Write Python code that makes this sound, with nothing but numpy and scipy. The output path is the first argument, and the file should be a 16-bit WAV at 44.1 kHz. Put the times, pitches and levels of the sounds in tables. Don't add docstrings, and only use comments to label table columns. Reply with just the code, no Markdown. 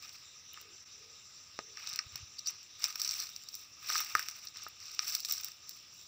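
import sys
import numpy as np
from scipy import signal
from scipy.fft import rfft, irfft
from scipy.io import wavfile
from scipy.ndimage import uniform_filter1d

SR = 44100
rng = np.random.default_rng(int(sys.argv[2]) if len(sys.argv) > 2 else 0)


def wav_record(signal):
    frames = np.transpose(np.atleast_2d(signal))
    bounded = np.clip(frames, -1, 1)
    quanta = np.round(bounded * 32767).astype(np.int16)
    wavfile.write(sys.argv[1], SR, quanta)


N = 267775

# crunch_db, crackle_db, splinters_db
STIR_LEVELS = (-63, -69, -83.5)


def from_db(db):
    return 10 ** (np.asarray(db) / 20)


def rms_one(x):
    return x / np.sqrt(np.mean(x ** 2) + 1e-20)


def at_hz(points, hz):
    point_hz, db = np.transpose(points)
    return np.interp(np.log(np.maximum(hz, 1)), np.log(point_hz), db)


def drift(rate_hz):
    step = 40
    pole = np.exp(-2 * np.pi * rate_hz * step / SR)
    noise = rng.standard_normal(N // step + 2002)
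    slow = signal.lfilter([1], [1, -2 * pole, pole * pole], noise)[2000:]
    return np.interp(np.arange(N) / step, np.arange(len(slow)), rms_one(slow))


def causal_pulse(spectrum, size=1024):
    gain = from_db(at_hz(spectrum, np.fft.rfftfreq(size, 1 / SR)))
    cepstrum = irfft(np.log(gain))
    cepstrum[1:size // 2] *= 2
    cepstrum[size // 2 + 1:] = 0
    return irfft(np.exp(rfft(cepstrum)))


def coloured(x, spectrum):
    return signal.fftconvolve(x, causal_pulse(spectrum, size=4096))[:N]


def ring(x, hz, quality):
    b, a = signal.iirpeak(min(hz, .45 * SR), max(quality, 1), fs=SR)
    return signal.lfilter(b, a, x + 1e-18)


def resonate(x, table):
    for hz, width_hz, db in table:
        half_gain = from_db(db / 2)
        width = np.pi * width_hz / SR
        turn = -2 * np.cos(2 * np.pi * hz / SR)
        b = [1 + width * half_gain, turn, 1 - width * half_gain]
        a = [1 + width / half_gain, turn, 1 - width / half_gain]
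        x = signal.lfilter(b, a, x)
    return x


def add(out, s, sound):
    i = max(round(s * SR), 0)
    out[i:i + len(sound)] += sound[:max(N - i, 0)]


def dying_noise(t60, size=8192):
    burst = rng.standard_normal(size) * from_db(-60 * np.arange(size) / (t60 * SR))
    return burst / np.linalg.norm(burst)


def fractures(per_s, size_db):
    born = np.flatnonzero(rng.random(N) < per_s / SR)
    sizes = from_db(size_db * np.minimum(rng.exponential(1, len(born)), 4))
    clicks = np.zeros(N)
    clicks[born] = sizes * rng.choice([-1, 1], len(born))
    return rms_one(clicks)


def woodland(level_db=-1.86, patchy=0.52, quality=6.7):
    # pitch_hz, gain_db
    air_curve = [(25, -73), (50, -57.5), (90, -45.5), (180, -55.5), (400, -59), (750, -62.5), (1300, -60.5),
                 (2200, -60.5), (3700, -53.5), (5500, -60.5), (7200, -60), (8400, -87), (11500, -70),
                 (15000, -103)]
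    # pitch_hz, side gain_db
    side_curve = [(40, -11), (90, -23), (250, -10), (1300, -11.5), (2400, -26), (8000, -45), (14000, 0)]
    # pitch_hz, width_hz, gain_db
    hollows = [(1440, 74, -10), (1920, 73, 0), (4460, 1110, -9)]
    air = rng.standard_normal(N)
    patches = sum(drift(9) * ring(air, hz, quality) for hz in np.geomspace(1200, 7500, num=9))
    mid = coloured(resonate(air + patchy * patches, hollows), air_curve)
    side = coloured(coloured(rng.standard_normal(N), air_curve), side_curve)
    return from_db(level_db) * (mid + side * np.array([[1], [-1]]))


def hoots(blur_hz=55):
    # start_s, length_s, start_hz, end_hz, level_db
    calls = [(0.585, 0.2, 460, 365, -70), (0.931, 0.27, 420, 450, -71.5), (1.557, 0.256, 460, 413, -70.5)]
    out = np.zeros(N)
    blur = drift(blur_hz) + 1j * drift(blur_hz)
    for s, length, start_hz, end_hz, level_db in calls:
        n = int(length * SR)
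        tone = np.exp(2j * np.pi * np.cumsum(np.linspace(start_hz, end_hz, n)) / SR)
        blurred = (tone * np.roll(blur, -int(s * SR))[:n]).real
        add(out, s, from_db(level_db) * signal.windows.tukey(n, .5) * blurred)
    return out


def bumps():
    # middle_s, level_db, pitch_hz, length_s
    knocks = [(1.935, -55, 132, 0.013), (2.069, -48.5, 90, 0.021), (2.138, -54, 90, 0.038),
              (2.158, -56, 138, 0.037), (2.212, -55, 107, 0.024), (2.234, -46, 90.5, 0.03),
              (4.156, -56.5, 86, 0.059)]
    out = np.zeros(N)
    for s, level_db, hz, length in knocks:
        t = np.arange(-length / 2, length / 2, 1 / SR)
        swell = np.cos(np.pi * t / length) ** 2
        add(out, s - length / 2, from_db(level_db) * swell * np.cos(2 * np.pi * hz * t))
    return out


def scrapes(slips_per_s=2700, quality=13.0):
    # middle_s, length_s, level_db, pitch_hz
    stems = [(0.543, 0.0067, -49, 3020), (2.389, 0.02, -55, 4600), (2.464, 0.016, -51, 4860),
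             (2.485, 0.034, -47, 5900)]
    out = np.zeros(N)
    slips = fractures(slips_per_s, size_db=4.0)
    for s, length, level_db, hz in stems:
        i, n = int(s * SR), int(length * SR)
        stem = rms_one(ring(slips[i:i + n], hz, quality))
        add(out, s - length / 2, from_db(level_db) * np.hanning(n) * stem)
    return out


def tread(press_db_per_s=420, release_db_per_s=170):
    # full_weight_s, hold_s, woody crunch_db, crisp crackle_db, fine splinters_db
    presses = [(0.031, .02, -50.5, -57, -68.5), (0.131, .02, -56.5, -61, -71.5),
               (0.568, .01, -52, -69, -86), (1.779, .22, -48, -58.5, -75), (1.87, .035, -71, -53, -77),
               (2.147, .01, -49, -61, -76), (2.478, .01, -48.5, -52, -78), (2.84, .005, -38, -43, -54.5),
               (2.999, .225, -47, -47.5, -57.5), (3.32, .1, -69, -66, -73), (3.52, .08, -66, -61.5, -66),
               (3.831, .02, -51, -59, -67), (3.895, .1, -38, -42, -52), (4.08, .04, -44.5, -54, -61),
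               (4.176, .035, -41, -51, -60), (4.28, .17, -54, -59, -71), (4.565, .08, -52, -56, -76),
               (4.82, .12, -55, -56, -71.5), (5.01, .04, -46, -51, -62), (5.079, .07, -46, -46, -54),
               (5.291, .03, -48, -46, -53), (5.37, .09, -52, -53, -62.5), (5.689, .09, -68.5, -62, -72.5),
               (5.941, .09, -70.5, -70, -74.5)]
    t = np.arange(N) / SR
    power = from_db(STIR_LEVELS)[:, None] ** 2
    for s, hold, *levels_db in presses:
        rise_db = -press_db_per_s * np.maximum(s - t, 0)
        fall_db = -release_db_per_s * np.maximum(t - s - hold, 0)
        power = power + np.outer(from_db(levels_db), from_db(rise_db + fall_db)) ** 2
    return 10 * np.log10(power)


def crackle(crunch, crisp, fine, per_s=1500, own_per_s=200, size_db=2.1, clump_db=4.0, shared=0.84,
            light_db=-72, even_s=0.049, low_db=-13, fine_db=-1.4):
    # pitch_hz for the foot of the crunch, its low and high end,
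    # the two ends of the crackle, and the splinters
    corner_hz = [620, 1400, 2500, 4300, 6000, 10300]
    clumps = from_db(clump_db * drift(45))
    broad = fractures(per_s * clumps, size_db)
    rub = (.15 + from_db(np.minimum(light_db - crisp, 0))) * rng.standard_normal((2, N))
    levels = np.array([crunch + low_db, crunch, crunch, crisp, crisp, fine + fine_db])
    edges = np.linspace(np.sqrt(300), np.sqrt(16500), num=23) ** 2
    out = np.zeros(N)
    for k, (low, high) in enumerate(zip(edges, edges[1:])):
        clicks = fractures(own_per_s * clumps, size_db) + shared * broad + rub[k % 2]
        clicks /= np.sqrt(np.abs(uniform_filter1d(clicks ** 2, int(even_s * SR))) + 1e-9)
        middle = np.log(low * high) / 2
        shares = [np.interp(middle, np.log(corner_hz), row) for row in np.eye(len(levels))]
        band = signal.butter(2, [low, high], "band", fs=SR, output="sos")
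        out += signal.sosfilt(band, clicks * from_db(shares @ levels))
    return out


def thin_twigs(crisp_db, count=100, crowding=0.75, follows=0.5, spread_db=1.5, colour_spread_db=6.5,
               firm_db=-43.5):
    # knock_db, wood_db, crack_db, splinter_db, energy share of the tearing fibres (0-1)
    typical = (-46.5, -25.5, -24.5, -34.5, 0.37)
    chance = np.cumsum(np.maximum(from_db(crisp_db) - from_db(STIR_LEVELS[1]), 0) ** crowding)
    draws = (np.arange(count) + rng.random(count)) / count
    at = np.searchsorted(chance / chance[-1], draws)
    size_db = follows * (crisp_db[at] - firm_db) + spread_db * rng.standard_normal(count)
    colour_db = colour_spread_db * rng.uniform(-1.13, 1, (count, 4))
    levels = np.array(typical[:-1]) + size_db[:, None] + colour_db
    return [(i / SR, *row, typical[-1]) for i, row in zip(at, levels)]


def snaps(twigs, tear_t60=0.016, fibre_db=0.5, fibre_hz=1000, ring_gain=0.17, quality=58.0,
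          bass_db=-11, knock_db=-3, wood_db=-0.3, level_db=0.02):
    # pitch_hz for the ends of the knock, the ends of the wood,
    # the valley, the ends of the crack, and the splinter
    corner_hz = [450, 800, 1300, 1800, 3050, 4000, 6000, 12000]
    out = np.zeros(N)
    no_bass = signal.butter(2, fibre_hz, "high", fs=SR, output="sos")
    for s, knock, wood, crack, splinter, tear in twigs:
        tear = np.clip(tear, 0, 1)
        roughness = from_db(fibre_db * np.clip(rng.standard_normal(1024), -2, 2))
        fibres = signal.sosfilt(no_bass, dying_noise(tear_t60, size=1024) * roughness)
        fracture = np.sqrt(tear) * fibres / np.linalg.norm(fibres)
        fracture[0] += np.sqrt(1 - tear)
        piece_hz = 3700 * 2 ** rng.random()
        fracture = fracture + ring_gain * ring(fracture, piece_hz, quality)
        colour_db = [knock, knock + knock_db, wood + wood_db, wood, min(wood, crack), crack, crack, splinter]
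        spectrum = [(100, knock + bass_db), *zip(corner_hz, colour_db)]
        add(out, s, np.convolve(causal_pulse(spectrum), fracture))
    return from_db(level_db) * out


def scatter(x, t60, wet_db):
    return from_db(wet_db) * signal.fftconvolve(x, dying_noise(t60))[:N]


def scene():
    # start_s, knock_db, wood_db, crack_db, splinter_db,
    # energy share of the tearing fibres (0-1)
    loud_twigs = [(0.533, -52, -48, -52, -36, 0.3), (0.5746, -28, -15.5, -38.5, -58, 0.46),
                  (0.6136, -29, -47, -39, -36, 0), (1.5904, -1, -6.5, -23.5, -58, 0.08),
                  (1.7718, -27, -11.5, -28.5, -66, 0.9), (1.8729, -54, -17.5, -19.5, -46, 0.5),
                  (1.899, -48, -33, -27, -53, 0.7), (1.9362, -49, -31, -19, -42, 0.33),
                  (1.99, -62, -1, -15, -46, 1), (2.1573, -19, -23, -23, -33, 0.6),
                  (2.3918, -45, -35, -21.5, -45, 0.76), (2.472, -41, -29, -15.5, -31, 0.4),
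                  (2.8416, -28, -11, -9, -23, 0.33), (2.9568, -19, -10, -21, -32, 0.73),
                  (2.9974, -40, -24, -20, -32, 0.4), (3.0175, -43, -29, -13, -24, 0),
                  (3.0472, -42, -34, -15.5, -36, 0.6), (3.092, -45, -41, -15.5, -47, 0.05),
                  (3.111, -44, -29, -16, -28, 0), (3.2017, -54, -52, -16, -26, 0),
                  (3.363, -47, -31, -22.5, -38, 0), (3.4864, -52, -43, -24, -35, 0.95),
                  (3.5523, -48, -35, -29.5, -26, 0.2), (3.9016, -16.5, -0.5, -29, -27, 0.15),
                  (3.9551, -10, 1.5, -22, -39, 0.9), (4.0035, -27, -5, -40, -20, 0.05),
                  (4.1521, -3, 13, -15.5, -24, 0.06), (4.181, -31, -8, -44, -50, 0.2),
                  (4.1935, -14, -1, -21.5, -24, 0.86), (4.5596, -33, -16, -27.5, -66, 0.73),
                  (4.2859, -48, -15.5, -18, -28, 0.03), (4.4712, -54, -29.5, -19, -59, 0.5),
                  (4.6653, -10.5, -9, -51, -54, 0.76), (4.9925, -20, -5, -9, -63, 0),
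                  (5.08, -45, -28, -22, -24, 0.5), (5.1505, -20, -17, -12, -17.5, 0.88),
                  (5.2036, -45, -50, -19.5, -31, 0.3), (5.249, -28, -22, -16, -25, 0.76),
                  (5.3103, -48, -17, -13, -29, 0.95), (5.323, -39, -22, -17, -15, 0.5),
                  (5.4456, -51, -39, -23, -21, 0.1), (5.6936, -40, -42, -25.5, -29.5, 0)]
    # middle_s, width_s, depth_db
    level_dip = (0.849, 0.0061, -12.5)
    crunch, crisp, fine = tread()
    feet = crackle(crunch, crisp, fine) + snaps(loud_twigs + thin_twigs(crisp)) + scrapes()
    tail = scatter(feet, t60=0.077, wet_db=-10.0)
    s, width, depth_db = level_dip
    dip = from_db(depth_db * np.exp(-((np.arange(N) / SR - s) / width) ** 2))
    return (feet + tail + bumps() + hoots() + woodland()) * dip


def record(dry):
    # pitch_hz, width_hz, gain_db
    port = [(1241, 108, 10.5), (2680, 560, 7), (3145, 720, -6), (3775, 500, 4), (5650, 2520, 21),
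            (6663, 473, -17), (7509, 690, 8), (12070, 3680, -10.5), (14850, 2010, 23.5)]
    cutoff_hz = 15600
    top_cut = signal.ellip(10, .2, 70, cutoff_hz, fs=SR, output="sos")
    return signal.sosfilt(top_cut, resonate(dry, port))


dry = scene()
out = record(dry)
wav_record(out)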